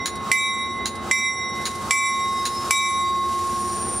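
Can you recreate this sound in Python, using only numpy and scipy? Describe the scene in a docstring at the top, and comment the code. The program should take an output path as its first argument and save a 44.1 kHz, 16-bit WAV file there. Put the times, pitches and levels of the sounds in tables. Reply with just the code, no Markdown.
"""Slow train ringing its bell

A train rolls toward an outdoor platform. Before each bell stroke the air-driven ringer clacks,
ticks and puffs; the clapper cracks and sets beating modes going, and the last stroke rings out.
Underneath, the train rumbles, its engine hums, its wheels hiss and squeal faintly.
Gain control ducks the mix after each stroke."""
import sys
import numpy as np
from scipy import signal
from scipy.fft import rfft, irfft
from scipy.io import wavfile
from scipy.ndimage import uniform_filter1d

SR = 44100
rng = np.random.default_rng(int(sys.argv[2]) if len(sys.argv) > 2 else 0)


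def to_wav(sig):
    """Store sig (one row per channel, or 1-D mono) as 16-bit WAV at the path in sys.argv[1].

    Samples outside -1..1 are clipped; the rate is SR.
    """
    pcm = np.clip(np.atleast_2d(sig), -1, 1) * 32767
    pcm = np.round(pcm).astype(np.int16)
    wavfile.write(sys.argv[1], SR, pcm.T)  # frames by channels


N = 176400
T = np.arange(N) / SR
RISE_S, KNOCK_PAN_DB = .0005, -1


def amp(db):
    """Decibels to gain."""
    return 10 ** (np.asarray(db) / 20)


def unit_rms(x):
    """Scale to rms 1."""
    return x / np.sqrt(np.mean(abs(x) ** 2) + 1e-20)


def log_interp(points, hz):
    """Interpolate on a log-frequency axis."""
    f, value = np.transpose(points)
    return np.interp(np.log(hz + 1), np.log(f + 1), value)


def level(points):
    """Gain over time from a dB curve."""
    return amp(np.interp(T, *np.transpose(points)))


def pan(db):
    """Stereo gains from left-minus-right dB."""
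    return amp(np.array([[db], [-db]]) / 2)


def lag(x, tau_s):
    """One-pole low-pass."""
    pole = np.exp(-1 / (tau_s * SR))
    return signal.lfilter([1 - pole], [1, -pole], x)


def drift(rate_hz):
    """Slow random motion, rms 1."""
    f = np.fft.rfftfreq(N, 1 / SR)
    return unit_rms(irfft(rfft(rng.standard_normal(N)) * np.exp(-(f / rate_hz) ** 2), N))


def strike(start_s, t60_s):
    """Impact envelope: fast rise, exponential decay."""
    age = np.maximum(T - start_s, 0)
    return np.minimum(age / RISE_S, 1) * np.exp(-np.log(1000) * np.minimum(age / t60_s, 10))


# Left-right likeness: freq_hz, correlation
STEREO_CORRELATION = [(25, 0.5), (70, 0.73), (250, 0.88), (600, 0.79), (2000, 0.77), (6000, 0.73),
                      (13000, 0.18)]


def noise(spectrum):
    """Shaped stereo noise, rms 1."""
    f = np.fft.rfftfreq(N, 1 / SR)
    left, independent = rfft(rng.standard_normal((2, N)))
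    corr = np.clip(log_interp(STEREO_CORRELATION, f), 0, 1)
    right = corr * left + np.sqrt(1 - corr ** 2) * independent
    return unit_rms(irfft(np.array([left, right]) * amp(log_interp(spectrum, f)), N))


# Clapper strokes: start_s, level_db, mode0_db, mode1_db, mode6_db, bloom_s
STROKES = [(-.485, 0, -6, 3.5, 5, .05), (0.3155, 0, -7, 4, -5.5, 0.038),
           (1.1116, -3.5, -4, 6.5, 4.5, 0.012), (1.9080, 0, -3.5, -0.5, -4, 0.16),
           (2.7078, 0, -1, -4, -7, 0.024)]
# Bell modes: pitch_hz
BELL_HZ = [1082, 2052, 2307, 3612, 3803, 5185, 5631, 5717, 6090, 7423, 7654, 8250, 9112, 9443, 9807, 9940,
           10637, 11038, 12098, 13170, 14385]
# Same modes, each a close pair: level_db, t60_s, split_hz, twin_ratio, pan_db
BELL_MODES = [(-11, 4.64, 0.8, 0.044, -1.4), (-15.5, 1.42, 6.06, 0.29, -5.5), (-7, 0.6, 4.4, -0.31, 1),
              (-34, 1.68, 1.8, -0.022, -8.5), (-15.5, 1.52, 4.43, -0.12, .1), (-30.5, 0.51, 6, .3, -9),
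              (-18.5, 1.13, 1.73, -0.23, -2.5), (-29, 0.58, 7, 0.39, 3), (-28.5, 1, 11.4, 0.15, -3),
              (-23.5, 0.68, 3.2, -0.19, -0.5), (-20, 0.85, 13.27, 0.46, -2), (-38.5, 0.54, 6.5, -0.11, 4),
              (-38, 0.66, 6, 0.57, -9), (-27, .5, 8.9, 0.091, -1.4), (-24.5, 0.99, 26, 0.25, 1),
              (-35, 0.56, 10, 0.14, 2), (-33, 0.57, 8, -0.0076, -11), (-49, 0.48, 8.2, .4, 4),
              (-32.5, 0.4, 6.4, -0.094, 3), (-46, 0.37, 10, .4, 1), (-46, 0.55, 7, .4, 6)]
# Lowest mode as the train moves: time_s, gain_db
LOWEST_MODE_GAIN = [(0, -5.5), (.5, 1.5), (.9, -4), (1.5, -3), (2.3, 1), (2.85, -2), (3.15, 2), (3.65, 1.5),
                    (4, -2)]


def bell(shimmer_depth=.25, shimmer_hz=13.6, sway_depth=.15, sway_hz=2.5, brighten_db_per_s=1.15):
    """Each stroke restarts beating mode pairs; moving reflections make the upper ones shimmer."""
    start, stroke_db, *uneven_db, bloom_s = np.transpose(STROKES)
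    mode_db = dict(zip((0, 1, 6), uneven_db))
    bloom_mode = 4  # swells in after the stroke
    latest = np.maximum(np.searchsorted(start, T, "right") - 1, 0)
    age = T - start[latest]
    sway = drift(sway_hz)
    out = np.zeros((2, N))
    for k, (hz, (db, t60, split_hz, twin, pan_db)) in enumerate(zip(BELL_HZ, BELL_MODES)):
        strength = amp(db + stroke_db + mode_db.get(k, 0))[latest]
        beat = 1 + twin * np.exp(2j * np.pi * split_hz * age)
        envelope = strength * np.exp(-np.log(1000) * age / t60) * beat
        height = np.sqrt(hz / BELL_HZ[bloom_mode])
        if k > bloom_mode:  # high modes grow as the train nears
            envelope *= amp(brighten_db_per_s * (start - start.mean()))[latest]
        if k == bloom_mode:
            envelope *= 1 - .98 * np.exp(-(age / bloom_s[latest]) ** 2)
        if k == 0:
            envelope *= level(LOWEST_MODE_GAIN)
        else:
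            shimmer = drift(shimmer_hz * height) + 1j * drift(shimmer_hz * height)
            envelope *= 1 + shimmer_depth * height * shimmer
        tone = lag(envelope, RISE_S) * np.exp(2j * np.pi * (hz * T + rng.random()))
        side = sway_depth * height * np.roll(sway, rng.integers(N)) * tone.imag
        out += pan(pan_db) * np.array([tone.real + side, tone.real - side])
    return out


# Clapper crack spectrum: freq_hz, density_db
CRACK_SPECTRUM = [(30, -60), (200, -28), (700, -13), (1200, -9), (1700, -10), (2250, -9), (2900, -4.5),
                  (5500, -4), (9500, -2), (12500, -20), (16000, -42)]


def clapper(level_db=-16, t60_s=.097, tail_db=-15.5, tail_t60_s=.45):
    """Metal-on-metal crack at each stroke."""
    envelope = sum(amp(db) * (strike(s, t60_s) + amp(tail_db) * strike(s, tail_t60_s))
                   for s, db, *_ in STROKES)
    return pan(KNOCK_PAN_DB) * amp(level_db) * envelope * noise(CRACK_SPECTRUM)


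# Piston clacks: start_s, level_db
CLACKS = [(0.0577, -2), (0.8566, -3), (1.6549, -3.5), (2.454, -2)]
# Ringer modes: pitch_hz
RINGER_HZ = [3850, 4060, 4300, 4440, 4880, 6745, 6828, 9188, 9442]
# Same modes: level_db, t60_s
RINGER_MODES = [(-22, 0.076), (-22, .15), (-41, 0.18), (-48, .12), (-34, .12), (-47, 0.1), (-20.5, 0.14),
                (-27, 0.11), (-31.5, 0.34)]
# Rattle spectrum: freq_hz, density_db
RATTLE_SPECTRUM = [(30, -60), (300, -48), (1000, -4), (1600, -3), (2500, -5.5), (3300, -6.5), (4100, 0.5),
                   (5300, -6), (6800, -1), (7800, -12), (9400, -4.5), (11500, -15.5), (15500, -20)]
# Tick spectrum: freq_hz, density_db
TICK_SPECTRUM = [(1500, -26), (4500, 4), (7000, -2), (10000, 5), (13000, -18), (16000, -32)]


def ringer(rattle_db=-20.5, bounce_s=.009, bounce_db=-3.5, tail_db=-13.5, tick_db=-33):
    """The piston clacks home, bounces, then ticks once more."""
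    def clacks(t60_s, delay_s=0):
        return sum(amp(db) * strike(s + delay_s, t60_s) for s, db in CLACKS)

    modes = sum(amp(db) * clacks(t60) * np.sin(2 * np.pi * (hz * T + rng.random()))
                for hz, (db, t60) in zip(RINGER_HZ, RINGER_MODES))
    bounces = sum(amp(k * bounce_db) * clacks(t60_s=.067, delay_s=k * bounce_s) for k in range(3))
    tail = amp(tail_db) * clacks(t60_s=.25)
    rattle = amp(rattle_db) * (bounces + tail) * noise(RATTLE_SPECTRUM)
    tick = amp(tick_db) * clacks(t60_s=.093, delay_s=.097) * noise(TICK_SPECTRUM)
    return pan(KNOCK_PAN_DB) * (rattle + modes + tick)


# Drive air spectrum: freq_hz, density_db
PUFF_SPECTRUM = [(30, -48), (200, -4), (450, -4), (850, -1), (1250, 4), (1900, -16.5), (3000, -14),
                 (8000, -16), (14000, -30)]


def air_puff(level_db=-33, lead_s=.029, width_s=.046, shutoff_s=.0099):
    """Air throws the clapper: swells before each stroke, cuts off on impact."""
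    envelope = np.zeros(N)
    for start, *_ in STROKES:
        swell = np.exp(-((T - start + lead_s) / width_s) ** 2 / 2)
        envelope += swell * (1 - np.clip((T - start) / shutoff_s, 0, 1))
    return pan(KNOCK_PAN_DB) * amp(level_db) * envelope * noise(PUFF_SPECTRUM)


# Rumble spectrum: freq_hz, density_db
RUMBLE_SPECTRUM = [(20, -26), (45, -28), (65, 5), (110, 4), (165, 0.5), (220, 8.5), (290, -1), (420, 2.5),
                   (600, -4), (800, -2.5), (1100, -5.5), (1500, -8.5), (2500, -17), (4500, -22),
                   (9000, -59), (15000, -92)]
# Rumble envelope: time_s, level_db
RUMBLE_LEVEL = [(0, -34.5), (.8, -34), (1.6, -35.5), (2.4, -36.5), (3.1, -36.5), (3.6, -35.5), (4, -34)]


def rumble(flutter_db=.96):
    """Low, uneven noise of the rolling train."""
    return level(RUMBLE_LEVEL) * amp(flutter_db * drift(11)) * noise(RUMBLE_SPECTRUM)


# Engine tones: pitch_hz, width_hz, level_db
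HUM_TONES = [(67.4, 5, -56), (90.9, 3.96, -46), (206, 8.07, -48.5), (237, 6.14, -48.5), (352, 1.67, -41),
             (364.7, 3.37, -47), (694, 3.93, -52.5), (756.5, 19.9, -48.5)]
# Hum envelope: time_s, gain_db
HUM_GAIN = [(0, -5), (1.5, -3.5), (2.6, -3), (3.1, 2), (3.6, 2), (4, 1)]


def engine_hum(waver_db=1.5):
    """Engine tones wavering in level and pitch."""
    hum = np.zeros(N)
    for hz, width_hz, db in HUM_TONES:
        rms = amp(db + waver_db * drift(10))
        phase = 2 * np.pi * np.cumsum(hz + width_hz / 2 * drift(10.4)) / SR
        hum += rms * np.sqrt(2) * np.sin(phase)
    return level(HUM_GAIN) * hum


# Wheel hiss spectrum: freq_hz, density_db
HISS_SPECTRUM = [(1200, 2), (3000, -1), (4800, 2.5), (7200, 0.5), (10000, -1), (12500, -8), (15000, -17),
                 (16000, -26)]
# Hiss envelope: time_s, level_db
HISS_LEVEL = [(0, -60), (1.5, -56), (1.56, -42), (2.1, -40.5), (2.6, -38), (3.2, -42.5), (3.3, -36.5),
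              (3.7, -37.5), (4, -41)]


def wheel_hiss(flutter_db=1):
    """Bright noise of wheels on rail."""
    return level(HISS_LEVEL) * amp(flutter_db * drift(45)) * noise(HISS_SPECTRUM)


# Wheel squeals: pitch_hz
SQUEAL_HZ = [5184, 5184, 10365, 7070, 4690, 7085, 7327, 11025, 5645, 9083]
# Same squeals: peak_s, swell_s, fade_s, level_db
SQUEALS = [(2.41, 0.15, 0.037, -41.5), (2.56, 0.065, .08, -35.5), (2.57, 0.73, 0.17, -47.5),
           (2.8, 0.44, 0.44, -50), (3.09, 0.055, 0.13, -43.5), (3.45, 0.14, 0.61, -49),
           (4.3, 0.52, 0.71, -47), (3.62, .15, 0.11, -49), (3.7, 0.82, 0.59, -47.5), (4, 0.31, 0.23, -29.5)]


def wheel_squeals(wander_hz=12.3, flutter_db=2.5, spread_rad=.26):
    """Flanges rub in the curve: single wheel modes swell, flutter and fade."""
    out = np.zeros((2, N))
    for hz, (peak_s, swell_s, fade_s, db) in zip(SQUEAL_HZ, SQUEALS):
        from_peak = np.maximum((peak_s - T) / swell_s, (T - peak_s) / fade_s)
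        phase = 2 * np.pi * np.cumsum(hz + wander_hz * drift(89)) / SR
        rms = amp(db + flutter_db * drift(37)) * np.exp(-from_peak ** 1.24)
        out += rms * np.sqrt(2) * np.sin([phase, phase + spread_rad * drift(8.7)])
    return out


def station_echo(x, level_db=-18, t60_s=.61, predelay_s=.008):
    """Faint scattered echoes from platform, shelter and trees."""
    t = T[:SR]
    reflections = rng.standard_normal((2, SR)) * (rng.random((2, SR)) < .05)
    tail = reflections * (t > predelay_s) * np.exp(-np.log(1000) * t / t60_s)
    return amp(level_db) * signal.fftconvolve(x, tail / np.linalg.norm(tail[0]), axes=1)[:, :N]


def scene():
    """Bell and its echoing mechanism over the rolling train."""
    mechanism = clapper() + ringer() + air_puff()
    ringing = bell() + mechanism + station_echo(mechanism)
    return ringing + rumble() + engine_hum() + wheel_hiss() + wheel_squeals()


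def record(dry):
    """Fast-attack, slow-release gain control, then soft clip and low-pass."""
    threshold_db, slope, attack_s, release_db_per_s = -24.5, .59, .0021, 20.5
    ceiling, cutoff_hz = .72, 15900
    power = uniform_filter1d((dry ** 2).mean(0), size=256, origin=127)
    over_db = np.maximum(10 * np.log10(abs(power) + 1e-12) - threshold_db, 0)
    release_db = T * release_db_per_s
    cut_db = np.maximum.accumulate(slope * over_db + release_db) - release_db
    ducked = dry * amp(-lag(cut_db, attack_s))
    clipped = ducked / (1 + (ducked / ceiling) ** 6) ** (1 / 6)
    lowpass = signal.firwin(255, cutoff_hz, window=("kaiser", 9), fs=SR)
    return signal.oaconvolve(clipped, lowpass[None], "same")


dry = scene()
out = record(dry)
to_wav(out)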